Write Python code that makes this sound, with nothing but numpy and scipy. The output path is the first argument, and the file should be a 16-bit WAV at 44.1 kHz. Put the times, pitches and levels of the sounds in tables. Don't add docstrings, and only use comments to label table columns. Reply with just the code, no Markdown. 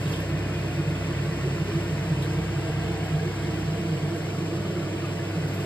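import sys
import numpy as np
from scipy import signal
from scipy.fft import rfft, irfft, next_fast_len
from scipy.io import wavfile

SR = 44100
rng = np.random.default_rng(int(sys.argv[2]) if len(sys.argv) > 2 else 0)


def to_wav(sig):
    pcm = np.clip(np.atleast_2d(sig), -1, 1) * 32767
    pcm = np.round(pcm).astype(np.int16)
    wavfile.write(sys.argv[1], SR, pcm.T)


N = 249425
TIME = np.arange(N) / SR
SIZE = next_fast_len(N, True)
FREQ = np.maximum(np.arange(SIZE // 2 + 1) * SR / SIZE, 1)


def amp(db):
    return 10 ** (np.asarray(db) / 20)


def over_pitch(table):
    hz, *columns = np.transpose(table)
    return [np.interp(np.log(FREQ), np.log(hz), column) for column in columns]


def walk(rate_hz):
    low_pass = 1 / (1 + (FREQ / rate_hz) ** 4)
    x = irfft(rfft(rng.standard_normal(SIZE)) * low_pass, SIZE)[:N]
    return (x - x.mean()) / x.std()


def ramp(start_s, length_s):
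    return np.clip((TIME - start_s) / length_s, 0, 1)


def swell(crest_s, width_s):
    return np.exp(-((TIME - crest_s) / width_s) ** 2)


def resonance(hz, width_hz):
    return 1 / (1 + ((FREQ - hz) / width_hz) ** 2) ** 2


def turbulence():
    return rng.standard_normal((2, N))


def bursts(per_s):
    click = rng.random((2, N)) < per_s / SR
    sign = np.sign(turbulence())
    size = amp(3.5 * turbulence())
    x = click * sign * size
    return x / x.std()


def port_response():
    # pitch in Hz, likeness of the two microphone ports from 0 to 1, lag of the right port in ms.
    coherence = [(150, .998, 0), (340, .962, -.08), (600, .72, -.06), (1000, .6, .03), (1400, .56, .03),
                 (1750, .85, .02), (2200, .8, .11), (2700, .82, .17), (3700, .33, .22), (4500, .4, .25),
                 (6000, .91, .25), (8000, .89, .25), (10500, .91, .243), (15000, .89, .24)]
    # pitch in Hz, level of the left port minus the right in dB.
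    port_balance = [(60, -1), (150, -0.8), (300, -2.5), (550, -2.7), (900, 0), (1300, 0.7), (2600, 1),
                    (4200, -1.2), (7000, 0), (12000, 0)]
    likeness, lag_ms = over_pitch(coherence)
    likeness = np.clip(likeness, 0, 1)
    sign = np.array([[1], [-1]])
    level = amp(sign * over_pitch(port_balance)[0] / 2)
    port = level * np.exp(1j * np.pi * sign * FREQ * lag_ms / 1000)
    shared = np.sqrt((1 + likeness) / 2) * port
    unrelated = np.sqrt((1 - likeness) / 2) * port * sign
    return np.array([shared, unrelated])


def heard(drive, gain, ports):
    at_ports = (rfft(drive, SIZE)[:, None] * ports).sum(axis=0)
    return irfft(at_ports * gain * np.sqrt(SR / 2), SIZE)[:, :N]


def panned(x, pan_db):
    return x * amp(np.array([[pan_db], [-pan_db]]) / 2)


def delayed(x, lag_s):
    return np.interp(TIME - lag_s, TIME, x)


def hollow_note(crest_s, db, hz, length_s, glide=0):
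    progress = np.clip((TIME - crest_s) / length_s + .5, 0, 1)
    turns = np.cumsum(hz * 2 ** (glide * progress)) / SR + rng.random()
    return amp(db) * np.sin(np.pi * progress) * np.sin(2 * np.pi * turns)


def wandering(ring, per_s=1.2, pitch_share=.006, fade_db=1.7):
    lag_s = np.cumsum(pitch_share * walk(per_s)) / SR
    fades = [amp(fade_db * walk(per_s)) for _ in ring]
    return np.array([delayed(x, lag_s) * fade / np.sqrt(np.mean(fade ** 2)) for x, fade in zip(ring, fades)])


def flame(lean, back, ports):
    # pitch in Hz, level in dB per Hz before gas_db.
    rush = [(22, -102), (35, -87), (44, -71), (53, -72), (64, -59.5), (90, -64.5), (106, -55), (118, -65),
            (240, -67.5), (500, -77.5), (850, -72), (1700, -75), (2800, -75.5), (3800, -84), (8000, -102),
            (13500, -104), (15000, -122)]
    # pitch in Hz, width in Hz, level at the centre in dB per Hz
    # before rumble_db, change when leaning in in dB, change when hanging back in dB.
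    hollows = [(138.8, 11.5, -46.5, 0.5, -1.5), (162, 14.3, -47, 1.5, -1), (188.5, 5.6, -53.5, 3, 1),
               (205.3, 8.2, -57.5, 3, 2), (270.4, 25, -59.5, -6, -2), (314.7, 45, -58.5, 2, 1),
               (345, 25, -55.5, -1.5, 0), (396, 32, -65, -11, 3), (423.2, 12.5, -58.5, -2.5, -2),
               (457, 53, -62.5, 4, 2.5), (569.5, 77, -64, -8.5, -1), (664, 78, -67, 4, 2.5),
               (761, 65, -75.5, 7.5, 1), (948, 81, -73, 0.5, -2), (1032, 32, -71.5, -7, -10),
               (1122, 50, -72.5, -2.5, 2), (1452, 34, -70, -6, -0.5), (1595, 82, -73.5, 3, -3),
               (1735, 65, -76, -5.5, 1), (1810, 46, -71, -1.5, -12), (1974, 34, -70, -2.5, -7),
               (2158, 53, -73.5, 4, -2), (2230, 120, -85.5, 7, 3), (2422, 30, -68.5, -4.5, -7.5),
               (2580, 100, -76, -7, -5), (2700, 68, -70.5, -2.5, -3.5), (3035, 87, -77.5, 2.5, 0),
               (3380, 84, -95, 12, -2)]
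    gas_db, rumble_db = -1.44, 0.92
    back_gas_db, flutter_db, flutter_hz = -1.5, 0.38, 8.7
    wander_above_hz = 900
    rush_level_db = gas_db + back_gas_db * back + flutter_db * walk(flutter_hz)
    out = heard(turbulence(), amp(over_pitch(rush)[0]), ports) * amp(rush_level_db)
    for hz, width_hz, db, lean_db, back_db in hollows:
        ring = heard(turbulence(), resonance(hz, width_hz), ports)
        if hz > wander_above_hz:
            ring = wandering(ring)
        out = out + ring * amp(rumble_db + db + lean * lean_db + back * back_db)
    return out


def simmer(lean, ports):
    # pitch in Hz, level in dB per Hz before the boil level.
    fizz = [(500, -100), (1500, -87), (2800, -83.5), (3800, -83.4), (5000, -82.1), (6300, -87.8),
            (7700, -85.9), (9000, -91.4), (10400, -96.5), (11500, -96.6), (13700, -96.6), (14500, -107),
            (15500, -118)]
    # crest in seconds, half-width in seconds, gain in dB.
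    surges = [(.05, 0.16, 2.5), (1.7, 0.3, 1.3)]
    steady_db, lean_db = -1.16, 0.4
    boil_db = steady_db + lean_db * lean + sum(db * swell(s, width_s) for s, width_s, db in surges)
    clicks = bursts(per_s=17000) * amp(.4 * walk(20))
    return heard(clicks, amp(over_pitch(fizz)[0]), ports) * amp(boil_db)


def blips(count=700, blip_db=-52, low_hz=1100, high_hz=3400, cycles=11, rise=0.0056):
    age = TIME[:SR // 20]
    out = np.zeros((2, N + len(age)))
    for when, pitch, strength, place in rng.random((count, 4)):
        turns = low_hz * (high_hz / low_hz) ** pitch * age
        envelope = np.exp(-turns / cycles) * (1 - np.exp(-turns))
        ring = envelope * np.exp(2j * np.pi * turns * (1 + rise * turns / cycles))
        start = int(when * N)
        other_port = ring * np.exp(-1j * np.pi * place * pitch)
        out[:, start:start + len(age)] += strength ** 2 * np.imag([ring, other_port])
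    return out[:, :N] / out.std() * amp(blip_db)


def fan(back, waver_hz=0.12, waver_db=0.26, pan_db=1.0):
    blade_hz, mains_hz = 67, 99.9
    node_s, node_entry_s, node_db = 3.6, .65, -20
    blade_db = -41 + node_db * ramp(node_s, node_entry_s)
    mains_db = -34 - 1.8 * back
    out = 0
    for hz, db in ((blade_hz, blade_db), (mains_hz, mains_db)):
        turns = np.cumsum(hz + waver_hz * walk(3.2)) / SR + rng.random()
        level = np.sqrt(2) * amp(db + waver_db * walk(5.1))
        out = out + level * np.sin(2 * np.pi * turns)
    return panned(out, pan_db)


def spits(ports, rise_s=0.0033, top_hz=14500):
    # start in seconds, level in dB before rise and decay, centre in Hz, width in Hz,
    # decay time in seconds.
    droplets = [(.002, -54, 9500, 6000, .06), (.057, -38.5, 3460, 560, 0.018), (.078, -49, 9500, 6000, .04),
                (.113, -45, 10500, 6500, .028), (.116, -43, 4700, 1600, 0.023),
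                (0.133, -33.5, 3260, 480, 0.019), (.158, -47, 8500, 5000, .012),
                (.199, -45, 11500, 3000, 0.012), (1.12, -48, 3800, 1200, .008),
                (1.806, -37, 2800, 400, .014), (2.219, -45, 9300, 5200, 0.026),
                (2.221, -39, 3750, 950, 0.023), (2.685, -46, 7800, 1800, .007),
                (2.975, -45, 8000, 2000, .007), (3.045, -58, 12500, 3000, .04),
                (3.675, -42, 3800, 1200, 0.0064), (4.16, -50.5, 9500, 5000, .022),
                (5.47, -55, 11500, 5000, .07), (5.538, -48, 12500, 3500, .018),
                (5.58, -54, 11700, 5000, 0.1)]
    treble = 1 / (1 + (FREQ / top_hz) ** 30)
    out = 0
    for s, db, hz, width_hz, decay_s in droplets:
        clicks = bursts(per_s=5000)
        cloud = heard(clicks, resonance(hz, width_hz) * treble, ports)
        age = np.maximum(TIME - s, 0)
        envelope = (1 - np.exp(-age / rise_s)) * np.exp(-age / decay_s)
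        out = out + cloud / cloud.std() * amp(db) * envelope
    return out


def rumble_swells(length_s=0.075, pan_db=-1.4):
    # crest in seconds, peak level in dB, pitch in Hz.
    booms = [(.088, -23.5, 141.5), (.325, -22, 153), (.803, -24, 148.4), (.913, -23.5, 146.8),
             (1.287, -23.5, 156), (1.479, -29, 149.8), (1.625, -23.5, 151), (1.695, -25, 151),
             (1.763, -21, 152.5), (1.933, -23.5, 148.6), (2.123, -23, 158.4), (2.384, -24, 161),
             (2.53, -27.5, 158), (2.75, -25.5, 149.1), (3.151, -20.5, 148.5), (3.43, -25.5, 146.7),
             (3.604, -26.5, 154), (3.691, -24.5, 152), (3.788, -28, 157.2), (3.947, -24.5, 147),
             (4.06, -23, 147.6), (4.845, -27, 147.1), (5.386, -26.5, 165.4)]
    return panned(sum(hollow_note(s, db, hz, length_s) for s, db, hz in booms), pan_db)


def gurgles(pan_db=-2):
    # crest in seconds, peak level in dB, starting pitch in Hz,
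    # length in seconds, glide in octaves.
    pockets = [(0.307, -32, 337, 0.077, 0.016), (0.7, -40, 686, 0.087, 0.097),
               (0.786, -29.5, 335, 0.088, 0.0089), (1.106, -29, 340, 0.04, .03),
               (1.375, -30.5, 339.5, 0.052, -0.062), (1.457, -28.5, 356, 0.056, 0.059),
               (1.477, -35, 401, .07, 0.093), (1.575, -28.5, 344.8, 0.092, -0.0065),
               (1.694, -30, 410, 0.047, 0.027), (1.748, -29, 340, 0.13, -0.019),
               (2.7, -31, 322, 0.05, -0.055), (3.27, -29, 344, .08, 0.066), (3.392, -34, 333, .08, -0.014),
               (3.614, -31, 323, .06, 0.0086), (3.757, -35, 330, .06, -.08), (4.133, -31, 335, .05, 0.058),
               (4.697, -36, 436, 0.16, -0.13), (4.787, -33.5, 387.6, 0.15, -0.35),
               (4.937, -25, 325, 0.038, 0.017), (5.045, -29, 328, 0.055, 0.043),
               (5.326, -32, 345, 0.1, -0.17)]
    return panned(sum(hollow_note(*row) for row in pockets), pan_db)


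def corner(sound, lean, count=8):
    # pitch in Hz, level in dB before echo_db.
    echo_colour = [(400, -30), (1000, -9), (2200, -6.5), (3500, 0), (5000, 0), (7000, -6), (14000, -9)]
    echo_db, near_m, far_m = -6.3, .5, 4.5
    lean_m, sway_m, sway_hz = 0.078, 0.015, 0.67
    port_gap_m, sound_m_s = .14, 343
    echo = amp(echo_db + over_pitch(echo_colour)[0])
    spectrum = rfft(sound, SIZE) / np.sqrt(1 + echo ** 2)
    out = irfft(spectrum, SIZE)[:, :N]
    thrown = irfft(spectrum * echo / np.sqrt(count), SIZE)[:, :N]
    for far, facing, side in rng.random((count, 3)):
        path_m = near_m + (far_m - near_m) * far
        path_m = path_m + lean_m * np.cos(np.pi * facing) * lean + sway_m * walk(sway_hz)
        offset_m = port_gap_m * (side - .5)
        lags_s = [(path_m + port * offset_m) / sound_m_s for port in (1, -1)]
        out = out + np.array([delayed(x, lag_s) for x, lag_s in zip(thrown, lags_s)])
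    return out


def scene():
    ports = port_response()
    lean_start_s, lean_in_s, lean_hold_s, lean_out_s = 1.69, 1, 0.41, 1.57
    lean = ramp(lean_start_s, lean_in_s) - ramp(lean_start_s + lean_in_s + lean_hold_s, lean_out_s)
    back = swell(crest_s=4.56, width_s=1)
    water = simmer(lean, ports) + blips() + spits(ports) + gurgles()
    echoed = corner(flame(lean, back, ports) + water, lean)
    return echoed + fan(back) + rumble_swells()


def record(dry, top_hz=15720):
    low_pass = signal.ellip(14, .1, 80, top_hz, fs=SR, output="sos")
    return signal.sosfilt(low_pass, dry)


dry = scene()
out = record(dry)
to_wav(out)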